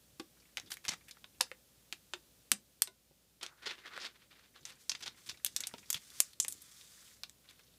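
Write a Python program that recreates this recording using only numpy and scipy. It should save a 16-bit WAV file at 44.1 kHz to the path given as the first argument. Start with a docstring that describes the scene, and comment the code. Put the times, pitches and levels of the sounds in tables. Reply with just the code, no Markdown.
"""Protective plastic film is peeled by hand off the hollow casing of a small device in a carpeted room.
The sheet cracks as it buckles, crinkles in runs of ticks and pops like a drum skin where it is taut.
Midway it rubs and scrapes over the casing; later the glue lets go in a fine hiss of tiny ticks.
The casing rings along, fingers tick and bump, and behind it all lie room echo, hiss, rumble and hum."""
import sys
import numpy as np
from scipy import signal
from scipy.fft import rfft, irfft, next_fast_len
from scipy.io import wavfile
from scipy.ndimage import map_coordinates

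SR = 44100
rng = np.random.default_rng(int(sys.argv[2]) if len(sys.argv) > 2 else 0)


def transcribe(signal):
    """Save signal, clipped to [-1, 1], as a 16-bit WAV file at the path in sys.argv[1]."""
    frames = np.atleast_2d(signal).T
    limited = np.clip(frames, -1, 1)
    pcm = np.round(limited * 32767).astype(np.int16)
    wavfile.write(sys.argv[1], SR, pcm)


N = 343315
TIME = np.arange(N) / SR


def amp(db):
    """Turn decibels into a plain multiplier."""
    return 10 ** (np.asarray(db) / 20)


def unit(x):
    """Scale x to rms 1."""
    return x / np.sqrt(np.mean(x ** 2) + 1e-20)


def unit_energy(x):
    """Scale x to energy 1."""
    return x / np.sqrt(np.sum(x ** 2) + 1e-20)


def along(points, hz):
    """Read a curve of (f/Hz, value) points, spaced as the ear hears pitch (log axis)."""
    f, v = np.transpose(points)
    return np.interp(np.log(hz + 1), np.log(f + 1), v)


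def level(rows):
    """Multiplier per sample of a (t/s, level/dB) curve, silent outside it."""
    s, db = np.transpose(rows)
    inside = (TIME >= s[0]) * (TIME <= s[-1])
    return amp(np.interp(TIME, s, db)) * inside


def add(track, s, sound):
    """Mix a sound into the track at time s."""
    part = track[max(round(s * SR), 0):][:len(sound)]
    part += sound[:len(part)]


def filtered(x, gain):
    """Multiply each frequency of x by its own gain."""
    m = next_fast_len(N + SR // 4)  # spare room at the end for ringing
    hz = np.fft.rfftfreq(m, 1 / SR)
    return irfft(rfft(x, m) * gain(hz), m)[:N]


def coloured(x, spectrum):
    """Shape x by a (f/Hz, level/dB) curve, then scale it to rms 1."""
    return unit(filtered(x, lambda hz: amp(along(spectrum, hz))))


def wobble(size, rate):
    """A smooth random curve with that many random points (knots) a second."""
    knots = rng.standard_normal(size // 20)
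    return map_coordinates(knots, [np.arange(size) * min(rate, 2000) / SR])


def grains(size, rate, spread_db):
    """Random ticks of uneven strength, about rate a second, at rms 1."""
    unevenness = np.clip(rng.standard_normal(size), -2, 2)
    strength = amp(spread_db * unevenness) * rng.choice([-1, 1], size)
    return unit(strength * (rng.random(size) < rate / SR))


def moves(rows, attack_s, release_s, swell_db_per_s=0):
    """Loudness of (t/s, length/s, level/dB) hand movements: each sets in, holds or swells, and dies away."""
    gain = np.zeros(N)
    for s, length, db in rows:
        t = np.maximum(TIME - s, 0)
        swell_db = swell_db_per_s * np.minimum(t - length, 0)
        fade_db = 60 * np.maximum(t - length, 0) / release_s
        shape_db = np.maximum(swell_db - fade_db, -120)
        gain += amp(db + shape_db) * (1 - np.exp(-t / attack_s))
    return gain


def facet(push, centre_hz, rise_db, fall_db, ring_db, size=8192):
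    """A pushed patch of film sounds best around one frequency; energy 1."""
    hz = np.fft.rfftfreq(size, 1 / SR) + 1
    octave = np.log2(hz / centre_hz)
    slopes_db = rise_db * np.minimum(octave, 0) - fall_db * np.maximum(octave, 0)
    db = slopes_db + ring_db * np.exp(-(octave / 0.53) ** 2)
    flip_hz = 13800  # a flip takes a finite time, which dulls the highest treble
    gain = amp(db) / np.sqrt(1 + (hz / flip_hz) ** 20)
    # folding the cepstrum (spectrum of the log gain) makes the patch answer only after the push
    cepstrum = irfft(np.log(np.maximum(gain, 1e-6)))
    cepstrum[1:size // 2] *= 2
    cepstrum[size // 2 + 1:] = 0
    return unit_energy(irfft(rfft(push, size) * np.exp(rfft(cepstrum))))


RISE_DB_PER_OCTAVE = 5.5  # snaps and crinkles weaken this fast below their centre

# single buckles of the film: t/s, level/dB (rms over 10 ms), centre f/Hz, fall above it/dB per octave,
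# peak or dip at the centre/dB, share of the first crack in the energy/0-1
BUCKLES = [(0.1973, -45, 3450, 10.5, 0.5, .1), (0.5715, -37, 3070, 8.5, 2.5, 0.63),
           (0.5987, -48, 5170, 17, -2, 0.8), (0.7182, -39, 4470, 8.5, 0.5, 0.3),
           (0.77, -51.5, 2170, 2.5, 9, 0.67), (0.8517, -45, 1940, 5.5, 5, 0.6),
           (1.1105, -49, 5100, 9.5, 1.5, 0.13), (1.17, -62, 1900, 16, -3, .3),
           (1.243, -51.5, 2290, 13.5, -8.5, 0.6), (1.41, -25, 6600, 15, -5, 0.92),
           (1.5156, -45.5, 1850, 9.5, 4, 0.79), (1.9257, -39, 3700, 11, -5.5, 0.58),
           (2.136, -38, 4620, 24, -7.5, 0.5), (2.5173, -22, 5800, 5.5, -1, 0.82),
           (2.8207, -21, 8900, 6.5, -2, 0.76), (2.8738, -44.5, 3700, 8.5, -3, 0.34),
           (3.4117, -48.5, 3630, 13, 8, 0.3), (3.4295, -38, 4970, 16, -5.5, .05),
           (3.464, -42, 5800, 24, -1, .9), (3.977, -41, 1550, 8, 6.5, 0.93),
           (4.6531, -41.5, 6000, 14, 4, 0.4), (4.8947, -28.5, 5470, 15, 5.5, 0.14),
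           (4.9172, -36, 5200, 20, 0, 0.35), (4.9504, -41.5, 4810, 24, -4, 0.14),
           (5.0788, -42, 4230, 16, 8, 0.97), (5.373, -59.5, 5000, 20, -4, 0.1),
           (5.4477, -28.5, 12300, 21, 1.5, 0.97), (5.4624, -33.5, 4170, 0.5, 5, 0.13),
           (5.5634, -30, 5240, 2.5, 7.5, 0.53), (5.6048, -37, 6900, 7, 4, 0),
           (5.6364, -39.5, 3960, 12, 6.5, 0), (5.6705, -36.5, 9350, 14, -3.5, 0.4),
           (5.7393, -49.5, 3750, 12, 3, 1), (5.7826, -53.5, 4840, 15, -6, .3),
           (5.9026, -30, 6600, 0, 1, 0.34), (5.9291, -34, 5940, 1, 4, 0.57),
           (5.9437, -35, 3500, 4, 7, 0.04), (6.103, -56, 3500, 1, 6, 0.6),
           (6.2033, -20.5, 8900, 5, 3.5, 0.84), (6.333, -55, 3620, 3, 7, .27),
           (6.4007, -24, 7360, 8, 10, 0.45), (6.4484, -39, 3150, 8.5, -10, 0.87),
           (6.482, -32.5, 9050, 10, 6, 0.3), (6.5241, -40, 7000, -6, 10, 0.45),
           (6.619, -51, 8800, -9, 6, 0.2), (6.812, -54.5, 4000, 15, 3.5, 0.5),
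           (7.2347, -39.5, 3630, 9.5, 2.5, 0.52), (7.2959, -53, 6430, 12, 1, 0.87),
           (7.489, -56.5, 4120, 13, 18, 0.5)]


def snaps():
    """A buckle flips with one crack, rebounds within a few milliseconds and leaves the sheet fluttering."""
    track, t = np.zeros(N), np.arange(2048) / SR
    for s, db, centre_hz, fall_db, ring_db, share in BUCKLES:
        share = np.clip(share, 0, 1)
        # both fade by 60 dB: the rebound in 3.5 ms, the flutter in 33 ms
        rebound = unit_energy(rng.standard_normal(len(t)) * amp(-60 * t / .0035) * (t > .0001))
        crack = unit_energy((t == 0) + .7 * rebound)
        flutter = unit_energy(rng.standard_normal(len(t)) * amp(-60 * t / 0.033) * (t > .0001))
        push = np.sqrt(share) * crack + np.sqrt(1 - share) * flutter
        snap = facet(push, centre_hz, RISE_DB_PER_OCTAVE, fall_db, ring_db)
        add(track, s, amp(db) * np.sqrt(SR / 100) * snap)
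    return track


def disperse(x):
    """Bending waves run faster the higher they are, so a crack's low part arrives a little later."""
    radian_hz = 40  # the wave lags by one radian here
    return filtered(x, lambda hz: np.exp(-1j * np.sqrt(hz / radian_hz)))


# runs of tiny buckles: t/s, length/s, level/dB (before a 1 dB trim), centre f/Hz,
# fall above it/dB per octave, peak or dip at the centre/dB
CREASES = [(0.577, 0.005, -40, 2980, 15, -7), (0.702, 0.04, -47.5, 6960, 8, -8),
           (0.84, 0.03, -53, 1900, 5.5, -6), (0.881, 0.013, -30, 5800, 21.5, -1),
           (0.904, 0.037, -43.5, 3800, 15, -7.5), (1.082, 0.011, -52.5, 2100, 0.5, 13),
           (3.423, .02, -50, 5430, 12, 5), (3.657, 0.02, -35, 5020, 29.5, -5.5),
           (3.689, 0.026, -39, 4000, 21, -1), (3.999, 0.0413, -45, 4900, 24, 1),
           (4.046, 0.022, -40.5, 4520, 20, 1.5), (4.654, .055, -52.5, 4730, 13.5, -7.5),
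           (5.005, .009, -50, 2100, 4, 3), (5.022, 0.018, -42, 4960, 18.5, -0.5),
           (5.058, .024, -41, 4300, 18.5, -3.5), (5.26, .022, -51.5, 4400, 7, -1),
           (5.289, 0.013, -37.5, 4700, 13, 3), (5.31, 0.0076, -47.5, 4330, 21, 2),
           (5.941, .037, -47, 4400, 13, -3), (6.408, 0.038, -39, 7400, 9, 18),
           (6.489, 0.035, -48.5, 9710, 15, 8), (7.49, 0.022, -57.5, 3650, 7, -1),
           (7.588, 0.013, -60, 1800, 5.5, -1)]


def crinkles():
    """A crease runs through the film as a short avalanche of ticks, which come in clumps."""
    track, t = np.zeros(N), np.arange(4096) / SR
    for s, length, db, centre_hz, fall_db, ring_db in CREASES:
        swell = (1 - np.exp(-t / 0.0018)) * amp(-60 * np.maximum(t - length, 0) / 0.021)
        clumps = amp(2.6 * wobble(len(t), rate=355))
        ticks = grains(len(t), rate=1300, spread_db=-1.0)
        push = swell * clumps * (ticks + 0.85 * rng.standard_normal(len(t)))
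        crinkle = facet(push, centre_hz, RISE_DB_PER_OCTAVE, fall_db, ring_db)
        add(track, s, amp(db - 1.0) * np.sqrt(length * SR) * crinkle)
    return track


# pops of the taut film and of fingers on the casing: t/s, level/dB (lowest tone, before its soft start),
# pitch f/Hz, time to fade by 60 dB/s (lowest tone), level added to all overtones/dB
SKIN_POPS = [(0.197, -36.5, 304, .085, -10), (0.886, -36.5, 121, 0.029, -9), (0.892, -37, 244, 0.023, -15),
             (0.922, -50.5, 171, 0.11, -14), (1.407, -20.5, 989, 0.02, 0), (1.41, -44.5, 500, 0.085, -21),
             (1.515, -38.5, 530, 0.03, -23), (1.926, -51, 340, .046, -22), (2.136, -47.5, 364, 0.14, -7),
             (2.517, -41.5, 207.6, 0.2, -11.5), (2.877, -55, 392, 0.18, 0),
             (3.109, -57, 148.5, 0.077, -0.5), (3.669, -35.5, 424, .049, -24),
             (3.977, -39.5, 544, 0.03, -20), (5.7375, -41.5, 252, .054, 2.5), (5.949, -46, 165, 0.096, -20),
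             (6.2034, -39, 592, 0.027, -15)]
# overtones of a pop: multiple of its pitch, level/dB
SKIN_OVERTONES = [(1.67, -2.5), (2.58, -2), (3.75, -1), (5.35, -4.5)]
SKIN_DAMPING = 0.23  # fading time shortens as this power of the multiple


def pops():
    """Each pop rings like a drum skin at a pitch set by the film's tension, which trembles as it rings."""
    track, t = np.zeros(N), np.arange(SR // 4) / SR
    for s, db, hz, t60, overtones_db in SKIN_POPS:
        overtones = [(multiple, mode_db + overtones_db) for multiple, mode_db in SKIN_OVERTONES]
        for multiple, mode_db in [(1, 0.0049)] + overtones:
            phase = 2 * np.pi * hz * multiple * t + 0.85 * wobble(len(t), rate=130)
            fade_db = 60 * t / t60 * multiple ** SKIN_DAMPING
            soft_start = 1 - np.exp(-t / 0.0013)
            add(track, s, amp(db + mode_db - fade_db) * soft_start * np.sin(phase))
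    return track


# strokes of film and hands over the casing: t/s, length/s, level at the end/dB (before a 4 dB trim)
RUB_STROKES = [(3.41, 0.047, -44.5), (3.573, 0.0075, -52), (3.62, 0.1, -43), (3.77, 0.034, -51.5),
               (3.835, 0.057, -50.5), (3.912, 0.15, -44), (4.14, 0.02, -54.5), (4.195, 0.043, -62.5),
               (4.303, 0.017, -56), (4.352, 0.031, -55.5), (4.42, .055, -61.5), (4.54, 0.037, -57.5),
               (4.66, 0.063, -53), (4.91, 0.05, -57), (5.0, 0.11, -56), (5.165, 0.018, -58.5),
               (5.27, 0.033, -62), (5.56, 0.11, -58), (7.44, 0.073, -62), (7.575, 0.024, -70)]
# tone of the rubbing, only the shape counts: f/Hz, level/dB
RUB_COLOUR = [(120, -59), (200, -9), (262, -10), (397, -3.5), (683, -11.5), (1540, -1.5), (2800, -4),
              (4310, -4), (5550, -12.5), (8880, -22), (15000, -33)]
PRESS_DB_PER_S = 28  # a stroke presses harder as it goes on


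def slide():
    """Dull dry friction, with small catches where the film sticks."""
    kicks = np.abs(grains(N, rate=250, spread_db=6.5))
    catches = signal.lfilter([1], [1, -np.exp(-1 / (0.0063 * SR))], kicks)  # each kick dies away
    rub = grains(N, rate=6000, spread_db=5.5) * (0.55 + unit(catches))
    strokes = moves(RUB_STROKES, attack_s=0.0051, release_s=0.16, swell_db_per_s=PRESS_DB_PER_S)
    pressure = strokes * amp(0.7 * wobble(N, rate=100))
    return amp(-4.0) * pressure * coloured(rub, RUB_COLOUR)


# the sheet's edge scraping along the casing, with its wandering resonance: t/s, level/dB, f/Hz
EDGE_SCRAPE = [(3.42, -67, 1396), (3.53, -62.5, 1338), (3.57, -74.5, 1360), (3.701, -48, 1900),
               (3.791, -77, 1994), (3.86, -50, 1855), (3.9, -65, 1600), (3.923, -50.5, 1462),
               (3.965, -58, 1538), (4.04, -64, 1540), (4.099, -85, 1350)]


def scrape():
    """Friction drives one resonance of the sheet, which shifts as the sheet bends."""
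    s, db, hz = np.transpose(EDGE_SCRAPE)
    phase = 2 * np.pi * np.cumsum(np.interp(TIME, s, hz)) / SR
    half_width_hz = 380  # the noise is halved this far from the resonance
    lowpass = lambda f: 1 / (1 + (f / half_width_hz) ** 2)
    drive = [filtered(rng.standard_normal(N), lowpass) for _ in range(2)]
    resonance = unit(drive[0] * np.cos(phase) + drive[1] * np.sin(phase))
    return level(np.transpose([s, db])) * resonance


# pulls that make the glue line let go: t/s, length/s, level/dB
GLUE_PULLS = [(4.78, 0.031, -59.5), (5.15, 0.17, -63), (5.42, 0.51, -67), (5.98, 0.14, -61),
              (6.13, 0.12, -55.5), (6.45, 0.23, -60), (6.7, .43, -59.5)]
# tone of the parting glue, only the shape counts: f/Hz, level/dB
GLUE_COLOUR = [(290, -51.5), (500, -38), (576, -17.5), (871, -11.5), (1140, -2), (2070, 0.5), (2720, -3),
               (3410, 3), (4670, 5), (7790, 4.5), (15000, -6.5)]


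def peel():
    """Thousands of glue threads part each second along the peeling edge, which advances a little unevenly."""
    unevenness = amp(1.2 * wobble(N, rate=90))
    pull = moves(GLUE_PULLS, attack_s=0.02, release_s=.42)
    threads = grains(N, rate=5000, spread_db=0)
    return pull * unevenness * coloured(threads, GLUE_COLOUR)


# spells of the fingers working the film and shifting their grip: t/s, length/s,
# film ticks level/dB (before a 5.5 dB trim), shell bumps level/dB
FINGER_SPELLS = [(0.363, .03, -59, -82), (0.575, .13, -61, -68.5), (0.92, .2, -66, -82),
                 (1.33, 0.11, -64.5, -69), (4.53, .19, -60, -72), (4.889, .2, -57, -66.5),
                 (5.26, .05, -56.5, -64), (5.44, 0.37, -57.5, -71.5), (5.83, .14, -62, -77),
                 (6.08, .12, -66, -77), (6.38, .15, -63, -64), (6.85, .25, -65, -80.5),
                 (7.431, .33, -69, -81)]


def fidget():
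    """Stray tiny buckles at uneven intervals, each from a patch of another size."""
    track, t = np.zeros(N), np.arange(1024) / SR
    count = 280
    for k, (delay, size, strength) in enumerate(rng.random((count, 3))):
        push = rng.standard_normal(len(t)) * amp(-60 * t / 0.074)
        tick = facet(push, 1500 * 5.1 ** size, rise_db=1.5, fall_db=8, ring_db=10)
        add(track, (k + delay) * N / SR / count, amp(8 * strength) * tick)
    spells = [(s, length, db) for s, length, db, _ in FINGER_SPELLS]
    working = moves(spells, attack_s=0.038, release_s=0.49)
    return amp(-5.5) * working * unit(track)


# tone of the bumps, only the shape counts: f/Hz, level/dB
BUMP_COLOUR = [(30, -27), (80, 0), (150, -3), (290, -4), (450, -12.5), (1200, -46)]


def grip():
    """Soft fingers make the shell rumble in small dull bumps."""
    spells = [(s, length, db) for s, length, _, db in FINGER_SPELLS]
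    shifting = moves(spells, attack_s=0.0082, release_s=0.38)
    bumps = grains(N, rate=180, spread_db=5)
    return shifting * coloured(bumps, BUMP_COLOUR)


# resonances of the hollow casing: f/Hz, width/Hz, level against the direct sound/dB
SHELL_MODES = [(1530, 28, -7.5), (1724, 20, -9.5), (2530, 38, -5.5), (3050, 15, -9.5), (3650, 63, -4.5),
               (3950, 100, -5), (4800, 18, -12.5), (5375, 70, -19)]


def casing(x):
    """The film is stuck to the shell and sets its modes (natural tones) ringing briefly."""
    def shell(f):
        return sum(amp(db) * f * width / (hz * hz - f * f + 1j * f * width)
                   for hz, width, db in SHELL_MODES)
    return filtered(x, shell)


# how long the room rings: f/Hz, time to fade by 60 dB/s
ROOM_FADE = [(200, .16), (1000, 0.13), (4000, 0.14), (8000, 0.14), (15000, 0.044)]


def room(x):
    """A short soft tail, with one clearer echo from the nearest wall."""
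    hz, t, z = signal.stft(rng.standard_normal(SR // 3), SR, nperseg=256)
    fade = amp(-60 * t / along(ROOM_FADE, hz)[:, None])
    tail = unit_energy(signal.istft(z * fade, SR, nperseg=256)[1])
    answer = np.zeros(SR // 2)
    add(answer, .004, amp(-14.5) * tail)
    t = np.arange(SR // 50) / SR
    echo = unit_energy(rng.standard_normal(len(t)) * amp(-60 * t / 0.011))
    add(answer, .0175, amp(-25.0) * echo)
    return signal.fftconvolve(x, answer)[:N]


# tone of the hiss, only the shape counts: f/Hz, level/dB
STEADY_HISS = [(240, -29.5), (400, -5), (438, -6), (535, -2), (663, -7.5), (914, -11.5), (1420, -11),
               (2030, -11.5), (3510, -8), (14600, -10.5), (15500, -12)]
# tone of the rumble, only the shape counts: f/Hz, level/dB
HOUSE_RUMBLE = [(15, -54), (25, -29.5), (36, -8), (54, -1), (70, -1.5), (86, -0.5), (118, 1.5), (277, -4),
                (500, -14), (650, -43), (1100, -120)]
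# mains hum: f/Hz, level against the hiss/dB
MAINS_HUM = [(59.5, -10), (178, -25.5)]
HISS_DB = -67.5


def background():
    """Even hiss, the low rumble of the house and a faint mains hum."""
    hiss = coloured(rng.standard_normal(N), STEADY_HISS)
    rumble = amp(-5.5) * coloured(rng.standard_normal(N), HOUSE_RUMBLE)
    hum = sum(amp(db) * np.sqrt(2) * np.sin(2 * np.pi * (hz * TIME + rng.random()))
              for hz, db in MAINS_HUM)
    return amp(HISS_DB) * (hiss + rumble + hum)


def scene():
    """The film close by, on its casing, in its room."""
    film = disperse(snaps()) + crinkles() + fidget() + slide() + scrape() + peel()
    near = film + casing(film) + pops() + grip()
    return (near + room(near) + background())[None]


OVERLOAD_DB = -24.5  # treble level that sets off the gain control
# fastest fall, and the steady return that also works against it
DUCK_DB_PER_S, RECOVER_DB_PER_S = 240, 1.2


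def gain_control(x):
    """While the treble is too loud the gain falls; afterwards it creeps back."""
    window = SR // 100  # 10 ms
    treble = filtered(x, lambda hz: hz > 4000)
    power = np.abs(signal.fftconvolve(treble ** 2, np.ones(window) / window)[:N])
    overload = np.clip(10 * np.log10(power + 1e-20) - OVERLOAD_DB, 0, 1)
    drift_db = np.cumsum(DUCK_DB_PER_S * overload - RECOVER_DB_PER_S) / SR
    gain_db = np.minimum.accumulate(drift_db) - drift_db  # never above 0 dB
    return x * amp(gain_db)


TOP_HZ = 15400  # the recorder's band limit


def record(dry):
    """The small microphone loses deep bass; the recorder ducks loud treble, rounds peaks and cuts the top."""
    bass = lambda hz: hz / np.sqrt(hz ** 2 + 55 ** 2)
    band = lambda hz: 1 / np.sqrt(1 + (hz / TOP_HZ) ** 200)
    sound = gain_control(filtered(dry[0], bass))
    rounded = sound / (1 + (sound / .72) ** 4) ** .25  # peaks bend towards 0.72
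    return filtered(rounded, band)[None]


dry = scene()
out = record(dry)
transcribe(out)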